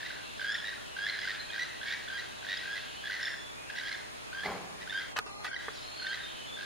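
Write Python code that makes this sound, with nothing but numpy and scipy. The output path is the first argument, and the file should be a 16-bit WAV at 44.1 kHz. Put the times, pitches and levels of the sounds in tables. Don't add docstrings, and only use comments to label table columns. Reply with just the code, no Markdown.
import sys
import numpy as np
from scipy import signal
from scipy.fft import rfft, irfft, next_fast_len
from scipy.io import wavfile
from scipy.ndimage import uniform_filter1d, map_coordinates

SR = 44100
rng = np.random.default_rng(int(sys.argv[2]) if len(sys.argv) > 2 else 0)


def volts(x):
    e = np.asarray(x, float) / 20
    return 10 ** e


def dump(signal):
    limited = np.clip(np.atleast_2d(signal).T, -1, 1)
    pcm = np.round(limited * 32767).astype(np.int16)
    wavfile.write(sys.argv[1], SR, pcm)


N = 293246

# centre in Hz, width in Hz, level in dB.
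SHELL = [(880, 720, -6), (1247, 63, 4), (1420, 96, 1), (1720, 420, 1.5), (2585, 88, 5), (3800, 3300, -3.5)]


def unit(x):
    return x / np.sqrt(np.mean(x ** 2) + 1e-20)


def along(points, hz):
    f, v = np.transpose(points)
    return np.interp(np.log(hz + 1), np.log(f + 1), v)


def curves(rows, t):
    s, *cols = np.transpose(rows)
    return [np.interp(t, s, c) for c in cols]


def wobble(rate_hz, size):
    knots = rng.standard_normal(int(size * rate_hz / SR) + 4)
    return map_coordinates(knots, [np.arange(size) * rate_hz / SR + 1])


def filtered(x, response):
    m = next_fast_len(x.shape[-1] + 8192)
    return irfft(rfft(x, m) * response(np.fft.rfftfreq(m, 1 / SR)), m)[..., :x.shape[-1]]


def modes(resonances):
    def response(f):
        total = 0
        for k, (centre_hz, width_hz, db) in enumerate(resonances):
            band = 1j * f * width_hz
            total = total + (-1) ** k * volts(db) * band / (centre_hz ** 2 - f * f + band)
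        return total
    return response


def hiss(spectrum):
    return unit(filtered(rng.standard_normal(N), lambda hz: volts(along(spectrum, hz))))


def add(track, s, sound):
    part = track[..., max(round(s * SR), 0):][..., :sound.shape[-1]]
    part += sound[..., :part.shape[-1]]


def background():
    # Hz, dB per Hz; hiss alike in both ports, then opposite in them, then the chorus.
    air_mid = [(12, -46), (20, -8), (119, -7), (384, -4.5), (429, -3), (507, -6.5), (617, -4), (1880, -3.5),
               (2560, -6.5), (3670, -14), (6780, -13.5), (15600, -28.5)]
    air_side = [(12, -55), (20, -5), (537, -6), (671, -4.5), (1380, -8), (1680, -10), (2350, -12),
                (5280, -19), (15600, -34.5)]
    chorus_tone = [(2000, -21), (2500, 2.5), (3200, 1), (4100, 2), (4900, -12), (5600, -31)]
    # time in seconds, chorus level in dB.
    chorus = [(0, -48), (.3, -52), (.9, -54), (1.45, -51), (1.75, -51), (2.35, -51), (2.96, -47),
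              (3.45, -59.5), (4.2, -56.5), (4.75, -58.5), (5.55, -65), (5.75, -52.5), (6.2, -51.5),
              (6.65, -53.5)]
    # centre in Hz, width in Hz, level in dB.
    insects = [(6800, 260, -67), (9300, 800, -67)]
    # mains line in Hz, level in dB rms.
    hum = [(59.2, -68), (118.4, -67), (600, -65.5)]
    t = np.arange(N) / SR
    chorus_db, = curves(chorus, t)
    mid = volts(-52.5) * hiss(air_mid)
    mid += volts(chorus_db + wobble(18, size=N)) * hiss(chorus_tone)
    for hz, width_hz, db in insects:
        band = filtered(rng.standard_normal(N), lambda f: np.exp(-((f - hz) / width_hz) ** 2))
        mid += volts(db) * unit(band)
    for hz, db in hum:
        phase = 2 * np.pi * hz * t + 0.34 * wobble(11, size=N)
        mid += volts(db + 0.41 * wobble(3.8, size=N)) * np.sin(phase)
    return mid, volts(-45.0) * hiss(air_side)


def train(first_s, last_s, db, hz, second_db, gap_s, voice, growth_ms=0):
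    ms, start_pitch, third_db = voice
    count = round((last_s - first_s) / gap_s) + 1
    left = np.linspace(1, 0, count) if count > 1 else [0]
    scatter_db = 0.8 * rng.standard_normal((count, 3))
    notes = []
    for k, (u, c) in enumerate(zip(left, scatter_db)):
        s = last_s - u * (last_s - first_s)
        note_db = db - 2.5 * u ** 2 + c[0]
        note_ms = ms + growth_ms * (k + 1)
        notes.append((s, note_db, hz * start_pitch ** u, note_ms, second_db + 2 * c[1], third_db + 2 * c[2]))
    return notes


def low_notes():
    # first click in seconds, last click in seconds, held tone in ms, level in dB, pitch in Hz.
    croaks = [(0.417, 0.446, 50.5, -30, 1642), (0.969, .991, 50, -31, 1645), (1.254, 1.277, 9.5, -29, 1610),
              (1.544, 1.582, 10, -32, 1666), (1.597, 1.597, 23, -28.5, 1956),
              (1.817, 1.839, 30, -35.5, 1632), (2.08, 2.104, 55.5, -35, 1598), (2.43, 2.469, 3, -39, 1620),
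              (2.636, 2.68, 56, -35, 1639), (3.042, 3.074, -10, -34, 1745), (3.199, 3.233, -9, -33, 1640),
              (3.756, 3.783, -1, -33.5, 1680), (3.814, 3.836, 27.5, -33, 1632),
              (4.332, 4.35, 42.5, -35.5, 1596), (4.928, 4.928, 50.5, -31.5, 1598),
              (5.517, 5.533, 10, -30.5, 1633), (6.024, 6.049, 70, -34, 1578),
              (6.591, 6.632, 11.5, -34, 1664)]
    # time in seconds, level in dB, pitch in Hz, 2nd overtone in dB.
    clucks = [(.008, -35.5, 1750, -20), (.032, -32.5, 1710, -23), (.107, -35.5, 1550, -20),
              (.398, -33.5, 1610, -12), (.554, -29.5, 1850, -20), (.732, -35, 1595, -28),
              (1.068, -28, 1767, -9), (1.35, -36, 1620, -5), (1.505, -38.5, 1650, 1),
              (3.101, -30, 1595, -17), (3.273, -30.5, 1650, -16), (3.341, -37, 1600, -6),
              (3.702, -34, 1660, -12), (3.915, -34.5, 1670, -3), (3.949, -36.5, 1750, -4),
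              (4.877, -36.5, 1530, -11), (4.898, -37.5, 1750, 1), (1.192, -33, 1670, -2),
              (1.172, -39.5, 1570, 0), (0.429, -33.5, 1600, -21), (.585, -38, 1720, -1),
              (.603, -40, 1680, 1), (.626, -40, 1750, -15), (0.645, -34.5, 1800, -18),
              (.685, -34.5, 1940, -6), (1.644, -44, 1960, -12), (1.833, -35, 1720, -3),
              (1.863, -49, 1670, 1), (1.884, -38, 1650, -2), (1.908, -39, 1750, 2), (2.086, -40.5, 1720, 2),
              (2.104, -42, 1670, 2), (2.138, -36.5, 1590, -18), (1.816, -44, 1660, 2),
              (2.196, -36, 1960, -2), (4.417, -40, 1620, -10), (4.426, -37, 1620, -5),
              (4.436, -34, 1700, -7), (4.908, -34.5, 1800, 2.5), (5.453, -38, 1690, -3),
              (5.545, -33.5, 1580, -3), (6.175, -39, 1780, -2), (5.095, -53, 1540, -4),
              (5.484, -36, 1510, -29), (5.566, -31, 1947, -5), (5.609, -40, 1653, -10),
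              (5.999, -43, 1570, 2), (6.069, -32, 1790, -1.5), (6.573, -41, 1610, -17)]
    # first note in seconds, last note in seconds, level in dB, pitch in Hz.
    shrill = [(0.383, .408, -48, 1720), (0.522, .547, -36.5, 1765), (1.191, 1.216, -42, 1650),
              (2.574, 2.574, -39.5, 1650), (3.231, 3.257, -37, 1768), (3.212, 3.212, -45.5, 1720),
              (3.762, 3.786, -48, 1840), (3.893, 3.893, -42.5, 1616), (6.112, 6.134, -53, 1580)]
    # note ms, first pitch over last, 3rd overtone dB
    click_voice, shrill_voice = (6, 0.97, -21), (11, 0.99, 0.99)
    click_gap_s, shrill_gap_s, hold_lag_s = 0.021, 0.024, 0.014
    notes = []
    for first_s, last_s, held_ms, db, hz in croaks:
        growth_ms = 0.03 * held_ms
        notes += train(first_s, last_s, db, hz * 0.98, -12.5, click_gap_s, click_voice, growth_ms)
        if held_ms > 10:
            middle_s = last_s + hold_lag_s + held_ms / 2000
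            notes.append((middle_s, db - 2, hz, held_ms, -5, -15))
    for s, *note in clucks:
        notes += train(s, s, *note, click_gap_s, click_voice)
    for row in shrill:
        notes += train(*row, 3, shrill_gap_s, shrill_voice)
    return notes


def high_notes():
    # first note in seconds, last note in seconds, level in dB, pitch in Hz, 2nd overtone in dB.
    yelps = [(.052, .064, -35, 1974, -2.5), (0.653, 0.693, -38.5, 1932, 2.5), (1.079, 1.099, -35, 2070, 1),
             (1.125, 1.15, -38, 1900, -7), (1.22, 1.247, -36, 2035, -8), (1.286, 1.307, -34.5, 1850, -6),
             (1.318, 1.318, -41.5, 1950, 3), (2.449, 2.449, -42, 1894, -6), (2.469, 2.469, -40.5, 1800, -7),
             (1.525, 1.555, -40.5, 1882, -2), (1.865, 1.9, -40.5, 2260, -17), (1.863, 1.905, -37, 1845, -7),
             (1.914, 1.938, -32.5, 1920, -7), (2.18, 2.2, -36.5, 1960, -6), (2.489, 2.541, -33, 1895, -2.5),
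             (2.758, 2.779, -37.5, 2000, -3), (3.111, 3.143, -34.5, 1980, -17),
             (3.081, 3.081, -39, 1900, -9), (3.167, 3.167, -36, 1950, -8), (3.194, 3.214, -38.5, 1910, -6),
             (3.241, 3.241, -34, 1860, -17), (3.27, 3.283, -35.5, 1916, -18),
             (3.295, 3.306, -40.5, 1940, -20), (3.762, 3.8, -36.5, 1955, -5.5),
             (3.872, 3.884, -35.5, 1970, -8), (3.918, 3.928, -37, 2080, -2.5),
             (4.451, 4.461, -33, 2032, -10), (4.813, 4.83, -42, 1918, -3.5), (5.0, 5.02, -39.5, 2024, -5),
             (5.447, 5.479, -36.5, 1920, -11), (6.132, 6.146, -35, 1980, -2)]
    gap_s, voice = 0.011, (7.5, 0.98, -25)
    return [note for row in yelps for note in train(*row, gap_s, voice)]


def syrinx(notes, glide, rough, flutter_hz, chop, rasp_db):
    # Hz, dB per Hz.
    throat = [(1280, -40), (1480, -1), (2050, 0), (2500, -8), (3400, -4), (4300, -5), (5400, -13),
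              (7500, -34)]
    lean_s = 0.0015
    out, puffs = np.zeros(N), np.zeros(N)
    t = np.arange(-2600, 2600) / SR
    for s, db, hz, ms, second_db, third_db in notes:
        reach_s = max(ms, 5.5) * 0.00062
        late = np.clip(t / reach_s, -1, 1) * min(ms / 40, 1)
        leaned = t + lean_s / 2
        side_s = reach_s + lean_s * np.sign(leaned)
        swell = volts(db + late) * np.exp(-np.abs(leaned / side_s) ** (2 + ms / 18))
        turn = 2 * np.pi * hz * (t + glide * t * t / 2)
        turn = turn + rough * wobble(156.4, size=len(t)) + rng.uniform(0, 2 * np.pi)
        flutter = np.cos(2 * np.pi * flutter_hz * rng.uniform(0.87, 1.19) * t)
        jitter = wobble(322.4, size=len(t))
        chopped = (1 + 0.7 * flutter) * volts(4 * late)
        tone = (1 + chop * flutter) * np.sin(turn)
        tone += volts(second_db - 3.5) * chopped * np.sin(2 * turn + 0.39 * jitter)
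        upper = np.sin(3 * turn + 0.9 * jitter) + 0.18 * np.sin(4 * turn)
        tone += volts(third_db - 2.5) * chopped * upper
        breath = volts(-ms * 0.09) * np.exp(-np.abs((t - 0.004) / (reach_s + 0.009)) ** 2) * chopped
        rasp = volts(db + rasp_db) * breath * rng.standard_normal(len(t))
        cut = max(-round((s + t[0]) * SR), 0)
        add(out, s + t[0], (swell * tone)[cut:])
        add(puffs, s + t[0], rasp[cut:])
    return out + filtered(puffs, lambda f: volts(along(throat, f)))


def forest(x):
    # Hz, t60 in seconds.
    decay = [(1700, 0.52), (4000, 0.46), (9000, 0.5)]
    rustle, rustle_hz, rise_s = 0.8, 600, 0.025
    out = np.zeros((2, N))
    step = SR // 3
    x = x * (1 + rustle * wobble(rustle_hz, size=N)) / np.hypot(1, rustle)
    for k in range(0, N, step):
        hz, t, z = signal.stft(rng.standard_normal((2, SR // 2)), SR, nperseg=256)
        fade = volts(-60 * t / along(decay, hz)[:, None]) * (1 - np.exp(-t / rise_s))
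        tail = signal.istft(z * fade, SR, nperseg=256)[1]
        tail = tail / np.linalg.norm(tail[0])
        add(out, k / SR + 0.008, signal.fftconvolve(x[None, k:k + step], tail, axes=1))
    return out


def songbirds():
    # start in seconds, end in seconds, start pitch in Hz, end pitch in Hz, level in dB.
    whistles = [(0.19, 0.336, 2840, 2680, -54), (0.791, 0.91, 3310, 2910, -53.5),
                (0.895, 0.99, 2980, 2696, -52), (2.9, 3.04, 2800, 3240, -52),
                (1.393, 1.42, 4220, 4020, -40), (1.436, 1.472, 4050, 3950, -45),
                (1.487, 1.54, 2530, 2496, -49), (3.033, 3.085, 3435, 3430, -48),
                (3.348, 3.516, 3430, 3450, -50.5), (3.558, 3.698, 3440, 3370, -63),
                (3.559, 3.664, 2470, 2500, -51), (3.656, 3.74, 2676, 2700, -51),
                (4.25, 4.342, 2510, 2450, -59), (5.255, 5.46, 4150, 4126, -57),
                (5.637, 5.72, 3370, 3420, -52), (5.71, 5.745, 4000, 5520, -51.5),
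                (5.735, 5.767, 5620, 5450, -55), (5.762, 5.79, 5600, 4600, -52.5),
                (5.75, 5.806, 4280, 3600, -49), (5.72, 5.783, 4700, 4650, -55),
                (6.337, 6.446, 3680, 3800, -71), (5.772, 5.86, 3030, 3010, -57),
                (6.61, 6.63, 4040, 4180, -60), (0.224, 0.31, 4070, 4050, -55.5),
                (5.806, 5.953, 4150, 4310, -50.5), (5.928, 6.065, 4293, 4280, -44.5),
                (5.945, 6.101, 4710, 4900, -55.5), (6.183, 6.283, 3720, 3640, -46),
                (6.21, 6.323, 3300, 3046, -49), (6.311, 6.475, 3070, 3020, -50),
                (6.457, 6.538, 3440, 3470, -48), (6.515, 6.57, 3500, 3560, -42),
                (6.572, 6.66, 3580, 3800, -51)]
    out = np.zeros(N)
    for start_s, end_s, start_hz, end_hz, db in whistles:
        u = np.linspace(0, 1, round((end_s - start_s) * SR))
        hz = start_hz + (end_hz - start_hz) * u + 35 * wobble(110, size=len(u))
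        level = volts(db + 2 * wobble(60, size=len(u))) * np.sin(np.pi * u) ** 0.6
        add(out, start_s, level * np.sin(2 * np.pi * np.cumsum(hz) / SR))
    return out


def thud():
    # time in seconds, level in dB.
    smear = [
        (4.43, -55),
        (4.458, -36.5),
        (4.53, -39),
        (4.62, -48.5),
        (4.85, -61),
    ]
    # centre in Hz, width in Hz, level in dB.
    timber = [(90, 60, -12), (184, 26, 1), (430, 160, -3), (775, 90, 0), (1050, 200, -5), (1660, 300, -10),
              (2250, 200, -9)]
    rows = [(0, -120), (4.41, -120), *smear, (5.0, -75), (5.1, -120)]
    db, = curves(rows, np.arange(N) / SR)
    knocks = rng.standard_normal(N) * volts(0.68 * wobble(120, size=N))
    return volts(db + 1.0) * unit(filtered(knocks, modes(timber)))


def fingers():
    # time in seconds, peak in dB, t60 in seconds, snap above 4 kHz in dB, thump in dB.
    contacts = [
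        (5.1622, -23, 0.035, -28, -27),
        (5.1659, -21, 0.05, -23.5, -30),
        (5.1764, -24, 0.036, -19, -35),
        (5.1863, -19.5, 0.024, -33, -35),
        (5.1883, -18, 0.016, -2, -24.5),
        (5.195, -25.5, 0.01, -23, -27),
        (5.262, -33, 0.22, -16, -15),
        (5.444, -28, 0.11, -22, -28),
        (5.683, -22, 0.0092, -48, -17.5),
        (5.687, -29, 0.01, -38, -26),
    ]
    out, t = np.zeros((2, N)), np.arange(4000) / SR
    for s, db, t60_s, snap_db, thump_db in contacts:
        a, b = rng.standard_normal((2, len(t))) * volts(-60 * t / t60_s)
        push = np.array([a + 0.59 * b, a - 0.45 * b])
        dull = min(snap_db + 22, 0) / 23 - 0.15
        ring = filtered(push, lambda f: modes(SHELL)(f) * (1 + (f / 2100) ** 6) ** dull)
        snap = filtered(push * volts(-60 * t / 0.005), lambda f: (f / 5500) ** 3 / (1 + (f / 5500) ** 5))
        thump = np.sin(2 * np.pi * 430 * t) * volts(thump_db + 4 - 60 * t / 0.044)
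        ring = ring / np.abs(ring).max()
        snap = volts(snap_db) * snap / np.abs(snap).max()
        add(out, s, volts(db) * (ring + snap + thump))
    return out


def squeak():
    # time in seconds, slip rate in Hz, level in dB.
    slip = [
        (5.27, 367.5, -69),
        (5.3, 394.5, -54),
        (5.4, 410, -55.5),
        (5.47, 401, -53),
        (5.49, 403.5, -73),
    ]
    rows = [(0, 360, -120), (5.26, 360, -120), *slip, (5.5, 400, -120)]
    hz, db = curves(rows, np.arange(N) / SR)
    turn = 2 * np.pi * np.cumsum(hz + 5 * wobble(50, size=N)) / SR
    tone = np.sin(3 * turn) + 0.5 * np.sin(2 * turn) + 0.18 * np.sin(turn)
    tone += 0.47 * unit(filtered(rng.standard_normal(N), modes(SHELL[:2])))
    return volts(db + 4.5 + 1.4 * wobble(39.9, size=N)) * tone


def scene():
    mid, side = background()
    birds = syrinx(low_notes(), glide=0.8, rough=0.35, flutter_hz=100, chop=0.15, rasp_db=-2.5)
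    birds += syrinx(high_notes(), glide=3.4, rough=0.6, flutter_hz=110, chop=0.3, rasp_db=2)
    whistles = songbirds()
    wet_mid, wet_side = forest(volts(-4) * birds) + forest(whistles)
    mid = mid + birds + whistles + wet_mid + thud() + squeak()
    side = side + volts(-15.5) * wet_side - volts(-20.0) * birds
    side = side + volts(-16.0) * np.imag(signal.hilbert(birds))
    return np.array([mid + side, mid - side]) + fingers()


def suppressor(mid):
    # time in seconds, mean cut in dB, patchiness in dB.
    duck = [
        (5.12, -1, -0.5),
        (5.15, -18, -7),
        (5.2, 0, 1),
        (5.23, -11, 7),
        (5.3, -4.5, 6),
        (5.39, -11, 9),
        (5.45, 3.5, 6),
        (5.52, -10, 13),
        (5.575, -10, 0),
        (5.6, -1.5, -1),
    ]
    # cut in dB, patchiness in dB.
    idle = (-.5, 1)
    # Hz, share of patchiness.
    spared = [(1700, 0.19), (2700, -0.35), (4300, -0.28), (6000, 0.51), (7700, -0.72), (9400, 1),
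              (12700, -0.81), (14500, -0.32)]
    # start in seconds, end in
    # seconds, low edge in Hz, high edge in Hz.
    shut = [(5.22, 5.24, 3450, 3850), (5.22, 5.42, 2170, 2330), (5.22, 5.24, 2850, 3050),
            (5.36, 5.405, 2800, 3600), (5.31, 5.36, 2650, 2800), (5.5, 5.56, 2250, 2850),
            (5.245, 5.42, 6150, 6400), (5.36, 5.405, 5750, 6150), (5.22, 5.26, 7800, 8400),
            (5.245, 5.4, 6950, 7500), (5.26, 5.52, 7750, 8150), (5.36, 5.45, 7200, 8200),
            (5.515, 5.57, 6700, 9000), (5.47, 5.585, 6200, 6450), (5.5, 5.55, 5400, 5900),
            (5.245, 5.29, 13200, 14500), (5.245, 5.57, 12300, 12950), (5.29, 5.335, 11700, 12300),
            (5.48, 5.585, 10350, 12300), (5.52, 5.57, 9850, 10350), (5.5, 5.585, 13000, 16000),
            (5.82, 5.93, 4430, 4590), (5.93, 6.02, 4830, 4970)]
    hz, t, z = signal.stft(mid, SR, nperseg=1024)
    cut_db, patchy_db = curves([(5.08, *idle), *duck, (5.64, *idle)], t)
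    field = uniform_filter1d(rng.standard_normal(z.shape), size=5, axis=0)
    field = unit(uniform_filter1d(field, size=13, axis=1))
    patches = 1.33 * field + along(spared, hz)[:, None]
    gain = volts(np.minimum(cut_db + patchy_db * patches, 1))
    for start_s, end_s, lo_hz, hi_hz in shut:
        during = (t > start_s - 0.008) & (t < end_s + 0.008)
        gain[(hz >= lo_hz) & (hz <= hi_hz)] *= np.where(during, 0.01, 1)
    usual = np.median(np.abs(z), axis=1, keepdims=True)
    strong = 1 / (1 + (4.0 * usual / (np.abs(z) + 1e-9)) ** 4)
    reach = 1 / (1 + (1250 / (hz[:, None] + 1)) ** 10)
    return signal.istft(z * (1 - reach * (1 - strong) * (1 - gain)), SR, nperseg=1024)[1][:N]


def band_limit(x):
    return signal.sosfilt(signal.butter(12, 15800, fs=SR, output="sos"), x)


def record(dry):
    mid, side = (dry[0] + dry[1]) / 2, (dry[0] - dry[1]) / 2
    mid = suppressor(mid)
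    mix = filtered(np.array([mid + side, mid - side]), lambda f: f < 15780)
    return band_limit(mix)


dry = scene()
out = record(dry)
dump(out)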